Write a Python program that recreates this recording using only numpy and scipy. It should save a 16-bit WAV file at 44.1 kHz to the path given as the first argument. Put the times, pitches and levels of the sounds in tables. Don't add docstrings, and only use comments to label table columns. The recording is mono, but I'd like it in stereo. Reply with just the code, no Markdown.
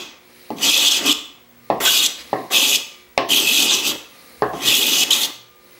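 import sys
import numpy as np
from scipy import signal
from scipy.fft import rfft, irfft, next_fast_len
from scipy.io import wavfile
from scipy.ndimage import uniform_filter1d, map_coordinates

SR = 44100
rng = np.random.default_rng(int(sys.argv[2]) if len(sys.argv) > 2 else 0)


def boost(x):
    u = np.asarray(x, float) / 20
    return 10 ** u


def to_wav(s):
    ch = np.atleast_2d(s).T
    pcm = np.round(np.clip(ch, -1, 1) * 32767)
    wavfile.write(sys.argv[1], SR, pcm.astype(np.int16))


N = 255691
LEAD = SR // 2
KNEE_DB = -19

# blade [dB], edge hiss and dust hiss [dB re blade], slab [dB].
BEFORE_DB = (-20, -6, -15, -27.5)
# time [s], cutting force [dB], chatter [Hz].
PULL_1 = [
    [(.565, -47, 3230), (.608, -33.5, 3150), (.638, -15.5, 3110), (.752, -13, 3300), (.78, -17, 3500),
     (.888, -12, 3500), (.979, -20, 3100), (1.015, -34, 3110), (1.047, -26, 3130)],
    [(1.048, -27, 3174), (1.06, -19.5, 3160), (1.09, -14, 3270), (1.129, -15, 3400)],
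]
PULL_2 = [
    [(1.803, -29, 3104), (1.812, -26.5, 3150), (1.843, -21, 3300), (1.861, -12.5, 3250), (1.929, -17, 3250),
     (1.971, -13.5, 3500), (2.069, -16.5, 3480), (2.075, -28, 3630)],
]
PULL_3 = [
    [(2.503, -44, 3460), (2.516, -27.5, 3440), (2.543, -14, 3300), (2.565, -12.5, 3224), (2.713, -19, 3280),
     (2.757, -12.5, 3394), (2.775, -30, 3280)],
]
PULL_4 = [
    [(3.289, -29, 3410), (3.31, -19.5, 3213), (3.34, -13, 3132), (3.472, -22.5, 2992)],
    [(3.473, -14, 3380), (3.49, -15.5, 3203), (3.623, -15, 3400), (3.657, -20.5, 3156),
     (3.719, -13.5, 3330), (3.819, -25, 3160), (3.877, -16.5, 3200), (3.922, -24.5, 3334)],
]
PULL_5 = [
    [(4.532, -47.5, 3252), (4.605, -37.5, 3213), (4.647, -25, 3100), (4.682, -12.5, 3413),
     (4.748, -15.5, 3140), (4.802, -19, 3430), (4.862, -16.5, 3126), (5.0, -18.5, 3050), (5.038, -14, 3263)],
    [(5.05, -39, 3260), (5.09, -34, 3197), (5.101, -40, 3107), (5.107, -15.5, 3154), (5.167, -22, 3464),
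     (5.251, -21.5, 3600), (5.262, -27, 3634)],
]
PULLS = [PULL_1, PULL_2, PULL_3, PULL_4, PULL_5]
# edge hiss and dust hiss [dB re force], slab boom [dB],
# slab ring [dB], dust fading [dB per s].
WOOD = [
    (-3.5, -11, -65, -48.5, -10),
    (-2, -8, -39.5, -36, -20),
    (-1.5, -8, -38.5, -37, -6),
    (-4, -9.5, -33, -35.5, -11),
    (-3.5, -9, -40.5, -35, 1),
]
# time [s], peak [dB], pitch [Hz].
CATCHES = [(0.6492, -17, 3350), (0.67, -11, 3380), (0.699, -10, 3320), (0.7158, -13, 3290),
           (0.7441, -6, 3400), (0.753, -9, 3620), (0.7761, -11, 3400), (0.8646, -13, 3470),
           (0.8844, -8, 3580), (0.912, -11, 3480), (0.9227, -7, 3270), (0.9684, -11.5, 3150),
           (1.0042, -19, 3070), (1.065, -9.5, 3250), (1.0954, -4, 3100), (1.1162, -4, 3450),
           (1.1253, -14, 3550), (1.8534, -8, 3360), (1.8766, -5, 3250), (1.891, -9, 3350),
           (1.908, -6.5, 3290), (1.9829, -12, 3440), (2.004, -6, 3720), (2.039, -12, 3350),
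           (2.064, -14, 3430), (2.5614, -9, 3400), (2.5981, -15, 3340), (2.6297, -10, 3110),
           (2.7444, -18, 3440), (2.7595, -10, 3290), (3.3116, -14, 3240), (3.3234, -10, 3160),
           (3.3473, -8, 3100), (3.363, -4, 3380), (3.3721, -6, 3110), (3.402, -8, 3130), (3.4886, -9, 3240),
           (3.5114, -12, 3070), (3.565, -10, 3230), (3.6031, -7, 3060), (3.626, -10, 3420),
           (3.697, -7, 3540), (3.7106, -8.5, 3800), (3.7228, -8, 3490), (3.7439, -7.5, 3010),
           (4.6548, -16, 3210), (4.6773, -7, 3580), (4.687, -8, 3310), (4.7058, -8, 3500),
           (4.7272, -9, 2800), (4.7534, -10, 3230), (4.7686, -11, 3300), (4.8311, -9, 3660),
           (4.8686, -8, 3420), (4.9835, -12, 2880), (5.0082, -12, 3370), (5.0341, -9, 3290),
           (5.109, -4.5, 3090), (5.1329, -9, 3600), (5.2337, -12.5, 3680)]


def unit(x):
    return x / np.sqrt(np.mean(x ** 2) + 1e-20)


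def along(points, hz):
    f, v = np.transpose(points)
    return np.interp(np.log(hz + 1), np.log(f + 1), v)


def curves(spans, silent):
    t = np.arange(N) / SR
    s, *cols = np.transpose(np.vstack(spans))
    on = sum((t >= rows[0][0] - .001) & (t <= rows[-1][0] + .001) for rows in spans) > 0
    return [np.where(on | (k >= silent), np.interp(t, s, c), -120) for k, c in enumerate(cols)]


def swells(rows):
    s, half, *cols = np.transpose(rows)
    bells = np.exp(-((np.arange(N) / SR - s[:, None]) / half[:, None]) ** 2)
    return [boost(c) @ bells for c in cols]


def per_pull(values):
    starts = [pull[0][0][0] for pull in PULLS[1:]]
    return np.asarray(values)[np.searchsorted(starts, np.arange(N) / SR)]


def pull_times():
    return per_pull([(pull[0][0][0], pull[-1][-1][0]) for pull in PULLS]).T


def earlier(curve, value):
    return np.r_[np.full(LEAD - 900, value), np.full(900, -120), curve]


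def wobble(rate, size):
    return map_coordinates(rng.standard_normal(int(size * rate / SR) + 4), [np.arange(size) * rate / SR])


def filtered(x, response):
    m = 2 * next_fast_len(len(x) // 2 + 4096)
    return irfft(rfft(x, m) * response(np.fft.rfftfreq(m, 1 / SR)), m)[:len(x)]


def coloured(x, spectrum):
    return unit(filtered(x, lambda hz: boost(along(spectrum, hz))))


def struck(x, spectrum):
    def response(hz):
        cepstrum = irfft(np.log(boost(along(spectrum, hz)) + 1e-4))
        half = len(cepstrum) // 2
        cepstrum[1:half] *= 2
        cepstrum[half + 1:] = 0
        return np.exp(rfft(cepstrum, len(cepstrum)))
    return unit(filtered(x, response))


def patchy(x, depth_db):
    z = signal.stft(x, nperseg=256)[2]
    field = uniform_filter1d(rng.standard_normal(z.shape), size=4, axis=0)
    field = uniform_filter1d(field, size=12, axis=1)
    return signal.istft(z * boost(depth_db * unit(field)), nperseg=256)[1][:len(x)]


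def resonant(x, modes, shift_db, rate, lean=0):
    out = 0
    for hz, width_hz, db in modes:
        def twice(f):
            damping = 1j * f * width_hz * 1.5
            return (damping / (hz * hz - f * f + damping)) ** 2
        gain_db = db + shift_db * wobble(rate, len(x)) + lean * (hz - 3250) / 1000
        out = out + boost(gain_db) * unit(filtered(x, twice))
    return out / np.sqrt(np.abs(uniform_filter1d(out ** 2, size=5000)) + 1e-9)


def dying(decays, stretch, size):
    hz, t, z = signal.stft(rng.standard_normal(size), SR, nperseg=256)
    fade_db = -60 * t / (stretch * along(decays, hz))[:, None]
    tail = signal.istft(z * boost(fade_db), SR, nperseg=256)[1][:size]
    return tail / np.linalg.norm(tail)


def ring(modes, t, stretch):
    out = 0
    for hz, db, t60_s in modes:
        decay = boost(db + rng.normal(0, .5) - 60 * t / (stretch * t60_s))
        out = out + decay * np.sin(2 * np.pi * hz * (1 + rng.normal(0, .003)) * t)
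    return out


def fibres(size, lump_db, spike_db):
    return rng.standard_normal(size) * boost(lump_db * wobble(300, size) + spike_db * wobble(2500, size))


def tones(lines, unsteady_db):
    t = np.arange(N) / SR
    out = 0
    for hz, db in lines:
        level = boost(db + 4.5 + unsteady_db * wobble(5.37, N))
        out = out + level * np.sin(2 * np.pi * (hz * t + rng.random()))
    return out


def gain_control():
    low_db, start_db, back_db_per_s = -70.5, -75.5, 12.5
    t = np.arange(N) / SR
    start, end = pull_times()
    before_db = start_db + 2 * back_db_per_s * t
    after_db = low_db + back_db_per_s * np.maximum(t - end, 0)
    return uniform_filter1d(np.where(t < start, before_db, after_db), size=4000)


def air_and_lamps(gain_db):
    # frequency [Hz], density [dB per Hz].
    air_spectrum = [(15, -44), (25, -11), (190, -1.5), (236, -2), (285, -16), (354, 0), (1100, -10),
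                    (1190, -16), (1400, -3), (2350, -8.5), (2690, -8.5), (14400, -19), (16000, -14.5)]
    # frequency [Hz], level [dB rms].
    lamp_lines = [(120, -71.5), (240, -63), (360, -63), (480, -66.5), (720, -71.5), (960, -73), (1080, -77),
                  (1200, -63.5), (1920, -72), (2040, -69.5), (2160, -73), (2280, -65.5), (2400, -73)]
    hush = boost(-53.0) * coloured(rng.standard_normal(N), air_spectrum)
    return boost(0.42 * (gain_db + 59.5)) * (hush + tones(lamp_lines, unsteady_db=5.5))


def whine(gain_db):
    # frequency [Hz], level [dB re whine].
    whine_lines = [(15674, -2), (15694, -15), (15734, 8.5), (15778, -14)]
    beat_hz, beat_depth = 13, .6
    beat = 1 - beat_depth * np.cos(2 * np.pi * beat_hz * np.arange(N) / SR)
    return beat * boost(gain_db + .8 * wobble(25, N)) * tones(whine_lines, unsteady_db=.8)


def rustle():
    # time [s], half length [s], crisp [dB], soft [dB], bench [dB].
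    moves = [(.1, 0.053, -78, -46.5, -57), (.47, 0.21, -46, -49, -57), (1.72, 0.1, -52, -54, -73),
             (2.2, 0.02, -46, -37, -51), (2.34, 0.24, -44, -44.5, -46.5), (2.93, 0.12, -52, -51, -67),
             (4.02, 0.027, -68, -52, -53), (4.17, 0.16, -49, -51, -57), (4.38, 0.19, -46.5, -51, -55),
             (5.78, 0.16, -48, -51.5, -57)]
    # crisp, soft, bench [dB].
    rest_db = (-81, -70, -59.5)
    # time [s], peak [dB].
    specks = [(1.2529, -28), (3.023, -56), (3.0886, -48), (4.3929, -60), (5.5073, -48), (5.5623, -50)]
    # time [s], level [dB].
    jolts = [(0, -60), (.66, -64), (1.07, -57), (1.86, -53), (2.2, -60), (3.18, -59), (3.9, -60),
             (4.52, -49), (5.1, -58)]
    # frequency [Hz], density [dB per Hz].
    crisp_spectrum = [(3530, -43.5), (6000, -12), (7910, -5.5), (10300, -0.5), (14500, -5.5), (15000, -10),
                      (15200, -4), (15600, -3)]
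    soft_spectrum = [(710, -38), (1200, -10), (1830, 1.5), (2070, 4), (3400, -5), (3910, 2.5), (7000, -10),
                     (9100, -47), (15400, -120)]
    bench_spectrum = [(24, -63), (40, -47), (177, -2.5), (350, -2), (388, -10), (519, 4.5), (601, -7.5),
                      (1300, -8), (1690, -45), (2860, -120)]
    sway_spectrum = [(20, -42), (35, -23), (60, 0.5), (85, -4), (110, -29.5)]
    jolt_s, sway_db = 0.11, -69

    crisp_db, soft_db, bench_db = 20 * np.log10(swells(moves) + boost(rest_db)[:, None])
    chips = np.ones(N)
    for s, db in specks:
        chips[round(s * SR):][:130] = boost(db + 65)
    crisp_noise = patchy(rng.standard_normal(N), depth_db=1.4) * chips
    crisp = boost(crisp_db - 1.5) * coloured(crisp_noise, crisp_spectrum)
    soft_noise = patchy(rng.standard_normal(N), depth_db=1.4)
    soft = boost(soft_db - 2.5) * coloured(soft_noise, soft_spectrum)
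    bench_level = boost(bench_db - 2.5 + 1.5 * wobble(20, N))
    bench = bench_level * coloured(rng.standard_normal(N), bench_spectrum)
    rocking, = swells([(s, jolt_s, db) for s, db in jolts])
    sway = coloured(rng.standard_normal(N), sway_spectrum)
    return crisp + soft + bench + (boost(sway_db) + rocking) * sway


def knocks():
    # time [s], peak [dB], crack, thud and clack [dB re
    landings = [
        (0.504, -11.5, -19.5, 0, -25),
        (0.584, -30, 3.5, -22, -10),
        (0.642, -32, 3, -18, -13),
        (1.701, 0.5, -20.5, -14, -17),
        (2.33, -1.5, -25.5, -14.5, -9),
        (3.177, 0, -4.5, -17, -7),
        (4.421, 1.5, -22.5, -19, -6.5),
        (4.535, -11.5, -22, -3.5, -15),
    ]
    places = (0, 0, 0, 1, 2, 3, 4, 4)
    push_db = (1, 1.4, 1.1, 0.95, -0.62)
    # frequency [Hz], t60 [s], level at each of five places [dB].
    slab_modes = [(125.6, 0.27, -18, -14, -13, -14, -10.5), (265, 0.16, -4, -17, -14, -7, -7),
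                  (308, 0.093, 11, 5, 2, -9, -5), (420.3, 0.16, 5.5, -2.5, -0.5, -8, 2.5),
                  (544, 0.15, -8, -8, -3, 0.5, -14), (683, 0.31, -8, -3, -4, -1, -3.5),
                  (750, 0.34, -7, -4, -4, -3, -3.5), (861, .06, 11, 8, 6, 8, 2.5),
                  (1058, 0.22, -19, -11.5, -3, -4, -2), (1105, 0.099, -15, -20, -13, 3, 0.5),
                  (1240, 0.15, -20, -15, -11, -10, -5), (1337, 0.16, -19, -18, -12, -11, -10),
                  (1645, 0.2, -30, -28, -24, -18, -14), (1870, .17, -30, -12, -10, -8, -29)]
    # frequency [Hz], level [dB], t60 [s].
    body_modes = [(2040, -9, .12), (2300, -16, .12), (2580, -14, .12), (3540, -10, .05), (4260, -15, .08),
                  (4600, -16, .1), (7800, -27, .06)]
    # frequency [Hz], t60 [s].
    scatter_decay = [(100, 0.39), (400, 0.23), (1000, 0.4), (1600, 0.18), (2500, 0.28), (6000, 0.25),
                     (14000, 0.21)]
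    # frequency [Hz], density [dB per Hz].
    thump_spectrum = [(150, -27), (250, -18), (301, 6), (775, 0), (954, -4), (1070, 3), (1440, -25.5),
                      (1700, -13), (2210, -26), (3740, -120)]
    crack_spectrum = [(1500, -52), (2100, 2.5), (2550, 10.5), (3400, 5), (5600, -2.5), (6500, -16),
                      (9000, -24), (15500, -36)]
    thud_spectrum = [(60, -40), (90, -12), (150, 10.5), (280, 20), (330, -58.5)]
    stretch = 1.43

    out, t = np.zeros(N + SR), np.arange(SR // 2) / SR
    late = t - .002
    swell = np.clip(late / 0.0012, 0, 1)

    def scatter(spectrum):
        return struck(dying(scatter_decay, stretch, len(t)), spectrum) * swell

    for (s, db, crack_db, thud_db, clack_db), place in zip(landings, places):
        wood = [(hz, levels[place], t60_s) for hz, t60_s, *levels in slab_modes]
        push = -np.cos(2 * np.pi * 710 * late + 1.32) * np.exp(-(late / 0.00091) ** 2)
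        low = boost(push_db[place]) * push + boost(-30) * scatter(thump_spectrum)
        low = low + boost(-19.5) * ring(wood, t, stretch) * swell
        thud = scatter(thud_spectrum)
        clack_hz = 2100 - 91 * s
        clack = scatter([(clack_hz * .6, -50), (clack_hz * .85, -6), (clack_hz, 0),
                         (clack_hz * 1.12, -8), (clack_hz * 1.5, -50)])
        tick = rng.standard_normal(len(t)) * np.exp(-((late + .0005) / .0004) ** 2)
        hard = boost(-27 + .1 * (crack_db + 8))
        crack = hard * struck(tick, crack_spectrum) + boost(-31) * scatter(crack_spectrum)
        crack = crack - boost(-21) * np.exp(-(late / .0015) ** 2)
        crack = crack + boost(-12.5 - .35 * (crack_db + 4)) * ring(body_modes, t, stretch) * swell
        blow = low + boost(thud_db - 28.0) * thud + boost(clack_db - 33.0) * clack + boost(crack_db) * crack
        out[round((s - .0005) * SR):][:len(t)] += boost(db - 2) * blow
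    return out[:N]


def cutting():
    # time [s], half length [s], level [dB].
    skips = [(0.9, 0.011, -7), (2.01, 0.015, -2.5), (3.78, 0.0066, -5)]
    # time [s], half length [s], edge hiss and dust hiss lift [dB].
    curls = [(.66, .04, 2, 0.8), (.76, .05, -0.5, 0.5), (.86, .04, 2, 1), (.96, .04, -0.5, -1),
             (1.09, .04, 1, 3), (1.817, .015, 1, 1.5), (1.84, 0.015, -2.5, 3), (1.96, .04, 0.5, 3),
             (2.04, .03, 0.1, 1), (2.552, .03, -0.5, 2), (2.62, 0.033, -1, 0.5), (2.704, .04, 0, 1.5),
             (3.305, .02, 1, 0), (3.42, .05, 0, -1.5), (3.61, .07, 2.5, 2), (3.69, 0.018, -2, -8),
             (3.74, 0.023, 3, -2.5), (3.825, .02, -2.5, -3.5), (3.89, .025, 0.5, 6), (4.68, .04, -0.6, 1),
             (4.76, .04, 0.1, 3.5), (4.86, 0.057, -2, 1.5), (4.94, .04, 1, 0.5), (5, 0.023, 3, 1),
             (5.143, 0.019, 1.5, 0), (5.202, 0.041, 0, 3.5)]
    edge_lag, dust_lag = 0.77, 1
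    blade_db, chatter_hz = curves(sum(PULLS, []), silent=1)
    excess_db = np.maximum(blade_db - KNEE_DB, 0)
    edge_db, dust_db = per_pull(WOOD)[:, :2].T - np.outer([edge_lag, dust_lag], excess_db)
    t = np.arange(N) / SR
    start, end = pull_times()
    dust_db = dust_db + per_pull(WOOD)[:, -1] * np.clip(t - (start + end) / 2, -.5, .5)
    for s, half_s, edge_lift_db, dust_lift_db in curls:
        bell = np.exp(-((t - s) / half_s) ** 2)
        edge_db = edge_db + edge_lift_db * bell
        dust_db = dust_db + dust_lift_db * bell
    for s, half_s, db in skips:
        blade_db = blade_db + db * np.exp(-((t - s) / half_s) ** 4)
    return blade_db, edge_db, dust_db, chatter_hz


def catching():
    marks = np.bincount([LEAD + round(row[0] * SR) for row in CATCHES], minlength=LEAD + N)
    return np.convolve(marks, np.exp(-(np.arange(-300, 301) / SR / .0025) ** 2), "same")


def plane():
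    # frequency [Hz], width [Hz], level [dB].
    blade_modes = [(2602, 200, 4.5), (2950, 183, 4), (3330, 394, 6.5), (3697, 540, 0), (4150, 280, -13)]
    # frequency [Hz], density [dB per Hz].
    edge_spectrum = [(3600, -61), (4200, -1), (4800, 3.5), (5500, 0), (6250, 2), (7000, -0.5), (7950, -1),
                     (8500, -9), (9500, -21), (20000, -120)]
    dust_spectrum = [(6500, -49), (8300, -15), (8900, -4.5), (9700, 2), (10600, -2.5), (11300, 4.5),
                     (11900, 0), (14400, 2.5), (15500, -2.5), (16000, -27)]
    size = LEAD + N
    blade_db, edge_db, dust_db, chatter_hz = cutting()
    force = uniform_filter1d(boost(earlier(blade_db, BEFORE_DB[0])), size=60)
    force = force * unit(boost(.4 * wobble(60, size) + .6 * wobble(170, size)))
    tears = fibres(size, lump_db=0.37, spike_db=1.0)

    chatter_hz = np.r_[np.full(LEAD, 3180.), chatter_hz]
    lean = 22 * (chatter_hz - 3280) / 1000
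    chatter_hz = chatter_hz * (1 + .04 * wobble(45, size) + .035 * wobble(500, size))
    phase = 2 * np.pi * np.cumsum(chatter_hz) / SR
    grip = unit((.5 + wobble(600, size)) * boost(.6 * wobble(90, size)))

    blade = boost(-1.5) * resonant(tears, blade_modes, shift_db=2.3, rate=28, lean=lean)
    blade = blade + boost(-7) * grip * np.sin(phase)
    blade = filtered(blade, lambda hz: 1 / (1 + (2350 / (hz + 1)) ** 14))
    caught = catching()
    blade = blade * (1 - .5 * caught)
    tears = tears * (1 + .4 * caught)
    edge = coloured(patchy(tears, depth_db=1.9), edge_spectrum) + boost(-10) * grip * np.sin(2 * phase)
    dust = coloured(patchy(tears, depth_db=2.2), dust_spectrum)
    edge = boost(earlier(edge_db, BEFORE_DB[1])) * edge
    dust = boost(earlier(dust_db, BEFORE_DB[2])) * dust
    return force * (blade + edge + dust)


def dragging():
    # time [s], half length [s], boom [dB], ring [dB].
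    ridges = [(.656, 0.045, -28.5, -30), (.804, 0.073, -36, -32.5), (.97, 0.077, -40, -35.5),
              (1.07, 0.049, -28.5, -31), (1.825, 0.03, -30, -27.5), (1.862, 0.016, -36, -26.5),
              (2.55, 0.065, -41, -31.5), (2.67, 0.067, -43, -44), (3.3, 0.028, -38, -43),
              (3.642, 0.045, -43, -43), (3.72, 0.022, -64, -36), (3.896, 0.049, -44, -42.5),
              (4.672, 0.042, -33, -40), (4.78, 0.021, -39, -66), (4.88, 0.12, -37, -68),
              (5.12, 0.16, -43.5, -41)]
    sag_db_per_s, after_s, loose = -5, 0.047, 0.35
    t = np.arange(N) / SR
    start, end = pull_times()
    on = (t >= start) & (t < end + after_s)
    force_db = curves(sum(PULLS, []), silent=0)[0]
    rub_db = sag_db_per_s * (t - (start + end) / 2) + loose * np.minimum(force_db - KNEE_DB, 0)
    levels = on * (boost(per_pull(WOOD)[:, 2:4].T + rub_db) + swells(ridges))
    return 20 * np.log10(levels + 1e-6)


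def slab():
    # frequency [Hz], width [Hz], level [dB].
    boom_modes = [(148, 40, -25), (212, 87, -14), (294.5, 106, 3.5), (375, 82, -3)]
    mid_modes = [(550, 63, 2), (706, 120, 3.5), (879, 69, 2), (1102, 217, 4.5), (1353, 49, -3.5),
                 (1513, 164, -0.5), (1982, 286, 4)]
    size = LEAD + N
    boom_db, mids_db = dragging()
    bumps = fibres(size, lump_db=0.5, spike_db=-3.0) * boost(0.84 * wobble(30, size))
    boom_level = uniform_filter1d(boost(earlier(boom_db, BEFORE_DB[3])), size=400)
    mids_level = uniform_filter1d(boost(earlier(mids_db, BEFORE_DB[3] - 3)), size=400)
    mids = mids_level * resonant(bumps, mid_modes, shift_db=1.8, rate=20)
    return boom_level * resonant(bumps, boom_modes, shift_db=2.5, rate=14) + mids


def touches():
    # time [s], half length [s], level [dB].
    brushes = [
        (.59, 0.025, -43),
        (3.33, 0.038, -30),
        (4.56, 0.024, -43),
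        (4.63, 0.021, -29.5),
    ]
    # frequency [Hz], width [Hz], level [dB].
    singing_modes = [(3250, 250, 0), (5460, 150, -10), (6080, 130, -4), (9560, 200, -14), (11300, 300, -9)]
    level, = swells(brushes)
    return level * resonant(fibres(N, lump_db=-1.5, spike_db=4.0), singing_modes, shift_db=4, rate=25)


def catches():
    half_s, level_db, octave_db = 0.0033, -3.5, -27
    out, t = np.zeros(LEAD + N), np.arange(-300, 300) / SR
    bell = np.exp(-(t / half_s) ** 2 * np.where(t < 0, 3, 1))
    for s, db, hz in CATCHES:
        turn, glide = rng.random(2)
        phase = 2 * np.pi * (hz * t * (1 + 12 * (glide - .5) * t) + turn)
        burst = (np.sin(phase) + boost(octave_db) * np.sin(2 * phase)) * bell
        out[LEAD + round(s * SR) - 300:][:len(t)] += boost(db + level_db) * burst
    return out


def squeals():
    # time [s], length [s], level [dB], first pitch [Hz], last pitch [Hz].
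    glides = [(.91, 0.02, -19, 6300, 6100), (1.85, 0.054, -21.5, 1550, 1500), (.965, 0.067, -28, 400, 290),
              (1.04, 0.053, -21, 280, 263), (1.088, .03, -24.5, 270, 310), (1.05, 0.078, -29, 1150, 1130),
              (1.115, 0.0153, -25, 3500, 4700), (5.104, 0.021, -13, 3300, 3250),
              (5.118, 0.0326, -11.5, 4300, 2900), (5.11, .035, -20, 6400, 7700),
              (5.228, 0.022, -16, 3800, 4800), (3.298, 0.0341, -16.5, 3100, 3200),
              (4.63, .12, -38, 129, 122), (3.725, .02, -18, 5500, 6500), (4.615, 0.14, -33.5, 1920, 1930),
              (4.625, 0.038, -25, 2520, 2500)]
    out = np.zeros(LEAD + N)
    for s, length_s, db, first_hz, last_hz in glides:
        size = round(length_s * SR)
        tone = np.sin(2 * np.pi * np.cumsum(np.linspace(first_hz, last_hz, size)) / SR)
        rough = .7 + .8 * wobble(first_hz / 4, size)
        out[LEAD + round(s * SR):][:size] += boost(db) * tone * np.hanning(size) ** .5 * rough
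    return out


def shop(x):
    # frequency [Hz], t60 [s].
    room_decay = [(100, 0.55), (400, 0.48), (1200, 0.74), (3000, 0.52), (6000, 0.48), (10000, 0.36),
                  (15000, 0.39)]
    out, size = np.zeros(len(x) + 2 * SR), 8192
    for start in range(0, len(x), size):
        wet = signal.fftconvolve(x[start:start + size], dying(room_decay, 1, SR // 2))
        out[start + 300:][:len(wet)] += wet
    return out[:len(x)]


def scene():
    gain_db = gain_control()
    background = air_and_lamps(gain_db) + whine(gain_db)
    cut = plane() + squeals() + catches() + slab()
    cut_in_room = (cut + boost(-9.5) * shop(cut))[LEAD:]
    mono = background + rustle() + knocks() + cut_in_room + touches()
    return np.array([mono, mono])


def low_pass(x):
    return signal.sosfilt(signal.butter(12, 16470, fs=SR, output="sos"), x)


def record(dry):
    clipped = dry / (1 + np.abs(dry / .98) ** 8) ** (1 / 8)
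    mix = np.array([filtered(side, lambda hz: hz < 15830) for side in clipped])
    return low_pass(mix)


dry = scene()
out = record(dry)
to_wav(out)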